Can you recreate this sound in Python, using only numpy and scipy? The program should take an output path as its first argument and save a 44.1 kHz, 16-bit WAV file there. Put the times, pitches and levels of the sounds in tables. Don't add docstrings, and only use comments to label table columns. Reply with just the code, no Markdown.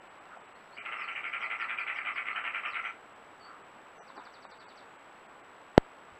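import sys
import numpy as np
from scipy import signal
from scipy.fft import rfft, irfft, next_fast_len
from scipy.io import wavfile
from scipy.ndimage import uniform_filter1d

SR = 44100
rng = np.random.default_rng(int(sys.argv[2]) if len(sys.argv) > 2 else 0)


def how_loud(loudness_db):
    steps = np.asarray(loudness_db, float) / 20
    return 10 ** steps


def file_out(sig):
    cols = np.atleast_2d(sig).T
    lim = np.clip(cols, -1, 1)
    pcm = np.round(lim * 32767).astype(np.int16)
    wavfile.write(sys.argv[1], SR, pcm)


N = 273361


def rms_one(x):
    return x / np.sqrt(np.mean(x ** 2) + 1e-20)


def butter(x, order, hz, kind="low"):
    return signal.sosfilt(signal.butter(order, hz, kind, fs=SR, output="sos"), x)


def coloured(spectrum):
    hz, db = np.transpose(spectrum)
    size = next_fast_len(N)
    bins_hz = np.maximum(np.arange(size // 2 + 1) * SR / size, 1)
    shape = how_loud(np.interp(np.log(bins_hz), np.log(hz), db))
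    noise = irfft(rfft(rng.standard_normal(size)) * shape, size)
    return rms_one(noise[:N])


def resonance(x, hz, width_hz):
    r = np.exp(-np.pi * width_hz / SR)
    zeros = np.array([1, 0, -1]) * (1 - r * r) / 2
    poles = [1, -2 * r * np.cos(2 * np.pi * hz / SR), r * r]
    return signal.lfilter(zeros, poles, x + 1e-18)


def add(out, s, part):
    at = round(s * SR)
    out[at:at + len(part)] += part[:N - at]


def garden(x, wet_db, wood_hz):
    # (delay [s], level [dB])
    reflections = [(.0071, -10), (0.028, -6.5), (0.045, -11.5), (.062, -19)]
    t60_s, tail_db = 0.23, -2
    t = np.arange(SR // 2) / SR
    tail = rng.standard_normal(len(t)) * how_loud(-60 * t / t60_s) * (t > .008)
    response = how_loud(tail_db + wet_db) * tail / np.sqrt(np.sum(tail ** 2))
    for delay_s, db in reflections:
        response[round(delay_s * SR)] += how_loud(db + wet_db)
    response = butter(response, 2, wood_hz)
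    response[0] = 1
    return signal.fftconvolve(x, response)[:N]


def town():
    # (frequency [Hz], density [dB per Hz])
    spectrum = [(25, -16.5), (60, -15), (130, -10.5), (260, -5), (500, -2), (850, 0.5), (1300, -0.5),
                (1900, -6.5), (2800, -11.5), (4000, -22), (5300, -32.5), (6500, -43), (9500, -42),
                (15300, -43)]
    # (time [s], level [dB])
    loudness = [(0.0, -57.5), (1.601, -58), (3.0, -58), (4.5, -58), (6.2, -58)]
    s, db = np.transpose(loudness)
    level = how_loud(np.interp(np.arange(N) / SR, s, db) + 4.5)
    return level * coloured(spectrum[:-2] + [(8500, -61.5)])


def electronics():
    hiss_db, tick_db, whine_db, overtone_db = -83.5, -46.5, -73.5, -108
    whine_hz, flip_s, first_flip_s = 7797.5, .016802, .0040
    t = np.arange(N) / SR
    sign = (-1.) ** np.floor((t - first_flip_s) / flip_s)
    carrier = np.sqrt(2) * np.sin(2 * np.pi * whine_hz * t)
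    whine = how_loud(whine_db) * uniform_filter1d(sign, size=30) * carrier
    whine = 1.12 * butter(whine, 2, 9000)
    overtone = how_loud(overtone_db) * np.sin(4 * np.pi * whine_hz * t)
    kicks = np.abs(np.diff(sign, prepend=sign[0])) / 2 * how_loud(1.7 * rng.standard_normal(N))
    ticks = how_loud(tick_db) * butter(kicks, 2, [3000, 6500], "band")
    return whine + overtone + ticks + how_loud(hiss_db) * rng.standard_normal(N)


def scuffs():
    # (time [s], length [s], level [dB], resonance [Hz])
    croaks = [
        (0.298, .08, -53, 1340),
        (0.356, .03, -52, 730),
        (3.43, .16, -54, 1220),
        (3.743, .03, -57, 790),
        (3.989, .05, -54.5, 590),
    ]
    # (time [s], length [s], level [dB], resonance [Hz])
    paws = [
        (4.1, 0.0071, -48, 920),
        (4.153, 0.1, -49.5, 870),
        (4.167, .04, -53.5, 316),
        (4.263, 0.021, -51, 1070),
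        (4.449, .01, -48, 785),
        (4.518, .02, -56.5, 895),
        (6.11, 0.052, -66.5, 59.6),
    ]
    croak_width_hz, paw_width_share, grains_per_s = 440, 0.95, 950
    rows = [(*row, croak_width_hz) for row in croaks]
    rows += [(*row, paw_width_share * row[3]) for row in paws]
    out = np.zeros(N)
    for s, length_s, db, hz, width_hz in rows:
        size = round(length_s * SR)
        chance = rng.random((2, SR // 4))
        grains = (chance[0] < grains_per_s / SR) * (chance[1] - .5)
        grains[size:] = 0
        grains[:size] *= np.sin(np.pi * np.linspace(.05, 1, size) ** 0.92)
        grains[size // 4] += .5
        rung = resonance(resonance(grains, hz, width_hz), hz, 0.94 * width_hz)
        rung = butter(rung, 4, 1800)
        add(out, s, how_loud(db) * rung / np.sqrt(np.sum(rung ** 2) / size))
    return out


def whistle(hz, level):
    return level * np.sin(2 * np.pi * np.cumsum(hz) / SR)


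def glide(length_s, start_hz, end_hz, sag, db):
    u = np.linspace(0, 1, round(1.1 * length_s * SR))
    hz = start_hz + (end_hz - start_hz) * u - 4 * sag * abs(end_hz - start_hz) * u * (1 - u)
    tremor = 1 + 0.18 * np.sin(2 * np.pi * 40 * length_s * u + 6 * rng.random())
    tilt = (hz / hz.mean()) ** -3.0
    return whistle(hz, how_loud(db + 4.0) * tilt * np.sin(np.pi * u) ** .5 * tremor)


def warble():
    length_s, centre_hz, peak_db = 0.096, 4500, -53.5
    waver_per_s, waver_hz, flutter_per_s, flutter_db = 19.4, 110, 60, 14
    swell_at_s, swell_db_per_s = 0.044, 230
    t = np.arange(0, length_s, 1 / SR)
    swing = np.cos(2 * np.pi * waver_per_s * (t - .011))
    flutter = np.cos(np.pi * flutter_per_s * (t - .027)) ** 2 * (1 - swing) / 2
    db = peak_db - flutter_db * flutter - swell_db_per_s * np.abs(t - swell_at_s)
    return whistle(centre_hz + waver_hz * swing, how_loud(db) * np.sin(np.pi * t / length_s) ** .3)


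def trill_note():
    hook_s, hook_hz, hook_db = 0.0067, 6005, -72
    note_s, rest_hz, fall_s, note_db = 0.055, 3060, .021, -65
    beak_hz, beak_width_hz, beak_lift_db = 4550, 270, 8
    t = np.arange(0, note_s, 1 / SR)
    hz = rest_hz + (hook_hz - rest_hz) * np.exp(-np.maximum(t - hook_s, 0) / fall_s)
    db = np.interp(t, [hook_s, 2.0 * hook_s], [hook_db, note_db])
    db = db + beak_lift_db * np.exp(-((hz - beak_hz) / beak_width_hz) ** 2)
    return whistle(hz, how_loud(db) * np.sin(np.pi * t / note_s) ** .4)


def birds():
    # (time [s], top [Hz], bottom [Hz], level [dB])
    falls = [
        (.645, 5640, 5030, -84),
        (1.026, 5120, 4050, -65.5),
        (1.4, 6230, 3900, -70),
        (1.587, 5980, 3930, -67),
        (1.783, 5500, 4020, -67.5),
        (1.94, 6170, 4280, -71),
        (2.136, 5600, 4300, -69),
        (2.694, 5430, 3260, -66.5),
    ]
    # (time [s], bottom [Hz], top [Hz], level [dB])
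    rises = [
        (0.713, 4220, 5330, -68),
        (1.115, 5800, 6500, -80),
        (1.275, 4770, 5200, -74.5),
        (2.319, 4100, 4570, -70),
        (4.855, 6550, 6850, -88.5),
    ]
    # (time [s], length [s], start [Hz], end [Hz], level [dB])
    held = [
        (.555, .025, 4260, 4360, -73.5),
        (0.973, 0.06, 5390, 5020, -70),
        (1.165, .03, 6800, 6620, -84),
        (2.555, 0.016, 5670, 5400, -80),
        (2.668, 0.028, 5620, 5250, -73.5),
        (2.824, 0.079, 5900, 6030, -79),
        (3.953, 0.067, 6200, 5830, -73.5),
        (4.875, .08, 6880, 6680, -92),
    ]
    fall_hz_per_s, fall_sag = 36000, 0.087
    rise_hz_per_s, rise_sag = 19000, 0.3
    trill_s, trill_every_s, trill_notes = 4.0615, .0869, 9
    leaves_t60_s, leaves_db = 0.1, -2.5
    out = np.zeros(N)
    for s, top, bottom, db in falls:
        add(out, s - .003, glide((top - bottom) / fall_hz_per_s, top, bottom, fall_sag, db))
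    for s, bottom, top, db in rises:
        add(out, s - .003, glide((top - bottom) / rise_hz_per_s, bottom, top, rise_sag, db))
    for s, length_s, start, end, db in held:
        add(out, s - .003, glide(length_s, start, end, 0, db))
    add(out, 3.397, warble())
    for k in range(trill_notes):
        add(out, trill_s + k * trill_every_s, how_loud(rng.normal(0, 1.2)) * trill_note())
    t = np.arange(SR // 8) / SR
    scatter = rng.standard_normal(len(t)) * how_loud(-60 * t / leaves_t60_s)
    smeared = signal.fftconvolve(out, scatter / np.sqrt(np.sum(scatter ** 2)))[:N]
    return garden(out + how_loud(leaves_db) * smeared, wet_db=-7.5, wood_hz=9000)


def chatter():
    # (onset [s], level [dB])
    syllables = [(0.771, -42), (0.847, -36.5), (0.916, -36), (0.987, -36), (1.077, -35), (1.146, -35.5),
                 (1.23, -35), (1.323, -33), (1.404, -33.5), (1.498, -33), (1.592, -33.5), (1.683, -33),
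                 (1.773, -33), (1.869, -32.5), (1.953, -34.5), (2.048, -33), (2.153, -34), (2.255, -33.5),
                 (2.349, -33), (2.441, -33), (2.536, -33.5), (2.634, -33.5), (2.733, -33), (2.837, -35)]
    # (frequency [Hz], width [Hz], level [dB])
    throat = [(714, 350, -17), (1189, 48, -9.5), (1340, 34, -5.5), (1543, 170, -10), (1693, 73, -11),
              (2050, 150, -0.5), (2202, 109, -1), (2340, 139, -1), (2875, 220, -7.5), (3117, 100, -14),
              (3920, 70, -35)]
    pulse_per_s, pulse_jitter, pulse_spread_db, rasp, puff_s = 110, .1, -2, 0.73, 0.0042
    voiced_share, last_breath_s, lead_s = 0.62, 0.1, .008
    beak_db, beak_arch = 1.0, 0.039

    gaps = SR / pulse_per_s * np.exp(pulse_jitter * rng.standard_normal(1200))
    at = np.cumsum(gaps).astype(int)
    pulses = np.zeros(N)
    pulses[at[at < N]] = how_loud(pulse_spread_db * rng.standard_normal(1200))[at < N]
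    puffs = signal.lfilter([1], [1, -np.exp(-1 / (puff_s * SR))], pulses) * rng.standard_normal(N)
    source = (1 - rasp) * rms_one(pulses) + rasp * rms_one(puffs)

    modes = []
    for k, (hz, width_hz, db) in enumerate(throat):
        modes.append((-1) ** k * how_loud(db) / np.sqrt(width_hz) * resonance(source, hz, width_hz))
    modes = butter(modes, 8, 3380)
    steepness = 1.05 * (np.array(throat)[:, :1] / 2000) ** 0.91
    colours = how_loud(beak_db * rng.standard_normal((len(syllables), len(throat))))

    onsets = np.array(syllables)[:, 0]
    lengths = voiced_share * np.diff(onsets, append=onsets[-1] + last_breath_s)
    out = np.zeros(N)
    for (s, db), length_s, colour in zip(syllables, lengths, colours):
        u = np.linspace(0, 1, round(length_s * SR))
        start = round((s - lead_s) * SR)
        breath = np.sin(np.pi * u ** 0.96) ** steepness
        read = start + np.cumsum(1 + beak_arch * (2 * np.sin(np.pi * u) - 1.3))
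        span = np.arange(2 * len(u)) + start
        bent = [np.interp(read, span, mode[start:start + 2 * len(u)]) for mode in modes]
        syllable = colour @ (breath * bent)
        add(out, s - lead_s, how_loud(db - 5.0) * rms_one(syllable))
    return garden(out, wet_db=2.9, wood_hz=2600)


def drop():
    # (time [s], signed size [full scale], rise [ms], fall [ms])
    kicks = [
        (5.77874, -16.4, .35, .157),
        (5.77953, 20, .67, .196),
        (5.77937, 2.65, .72, .45),
        (5.78044, .435, .31, .46),
        (5.7812, -.023, 1.5, 17),
    ]
    out = np.zeros(N)
    ms = np.arange(SR // 4) * 1000 / SR
    for s, size, rise_ms, fall_ms in kicks:
        add(out, s, size * (1 - np.exp(-(ms / rise_ms) ** 2)) * np.exp(-ms / fall_ms))
    return out


def starve(x):
    coarse = [0, 4, 9, 18, 20, 22, 25, 54, 58, 83, 94, 97, 113, 117, 124, 126, 147, 170, 233, 247]
    coarser = [209, 210, 218, 219, 254]
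    very_coarse = [187, 188, 196, 212, 215]
    coarsest = [37, 38]
    steps_db, step_db_per_octave = (-37.5, -35, -32, -28.5), -5
    hop, first_frame = 941, 226
    n, k = np.arange(2 * hop), np.arange(hop)[:, None]
    window = np.sin(np.pi * (n + .5) / (2 * hop))
    basis = np.sqrt(2 / hop) * np.cos(np.pi / hop * (n + .5 + hop / 2) * (k + .5)) * window
    line_hz = (k[:, 0] + .5) * SR / (2 * hop)
    octaves = np.abs(np.log2(line_hz / 850))
    padded = np.pad(x, hop)
    out = padded.copy()
    for frames, step_db in zip((coarse, coarser, very_coarse, coarsest), steps_db):
        step = how_loud(step_db + step_db_per_octave * octaves)
        for frame in frames:
            at = first_frame + frame * hop
            lines = basis @ padded[at:at + 2 * hop]
            kept = np.sign(lines) * np.floor(np.abs(lines) / step + .42) * step
            out[at:at + 2 * hop] += (kept - lines) @ basis
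    return out[hop:-hop]


def scene():
    return (chatter() + birds() + scuffs() + drop() + town())[None]


def roll_off(x):
    return signal.sosfilt(signal.butter(12, 16750, fs=SR, output="sos"), x)


def record(dry):
    clip = .975
    x = np.clip(butter(dry[0], 1, 13000), -clip, clip)
    noises = signal.sosfilt(signal.cheby2(10, 40, 15900, fs=SR, output="sos"), electronics())
    mix = starve(x + noises)[None]
    return roll_off(mix)


dry = scene()
out = record(dry)
file_out(out)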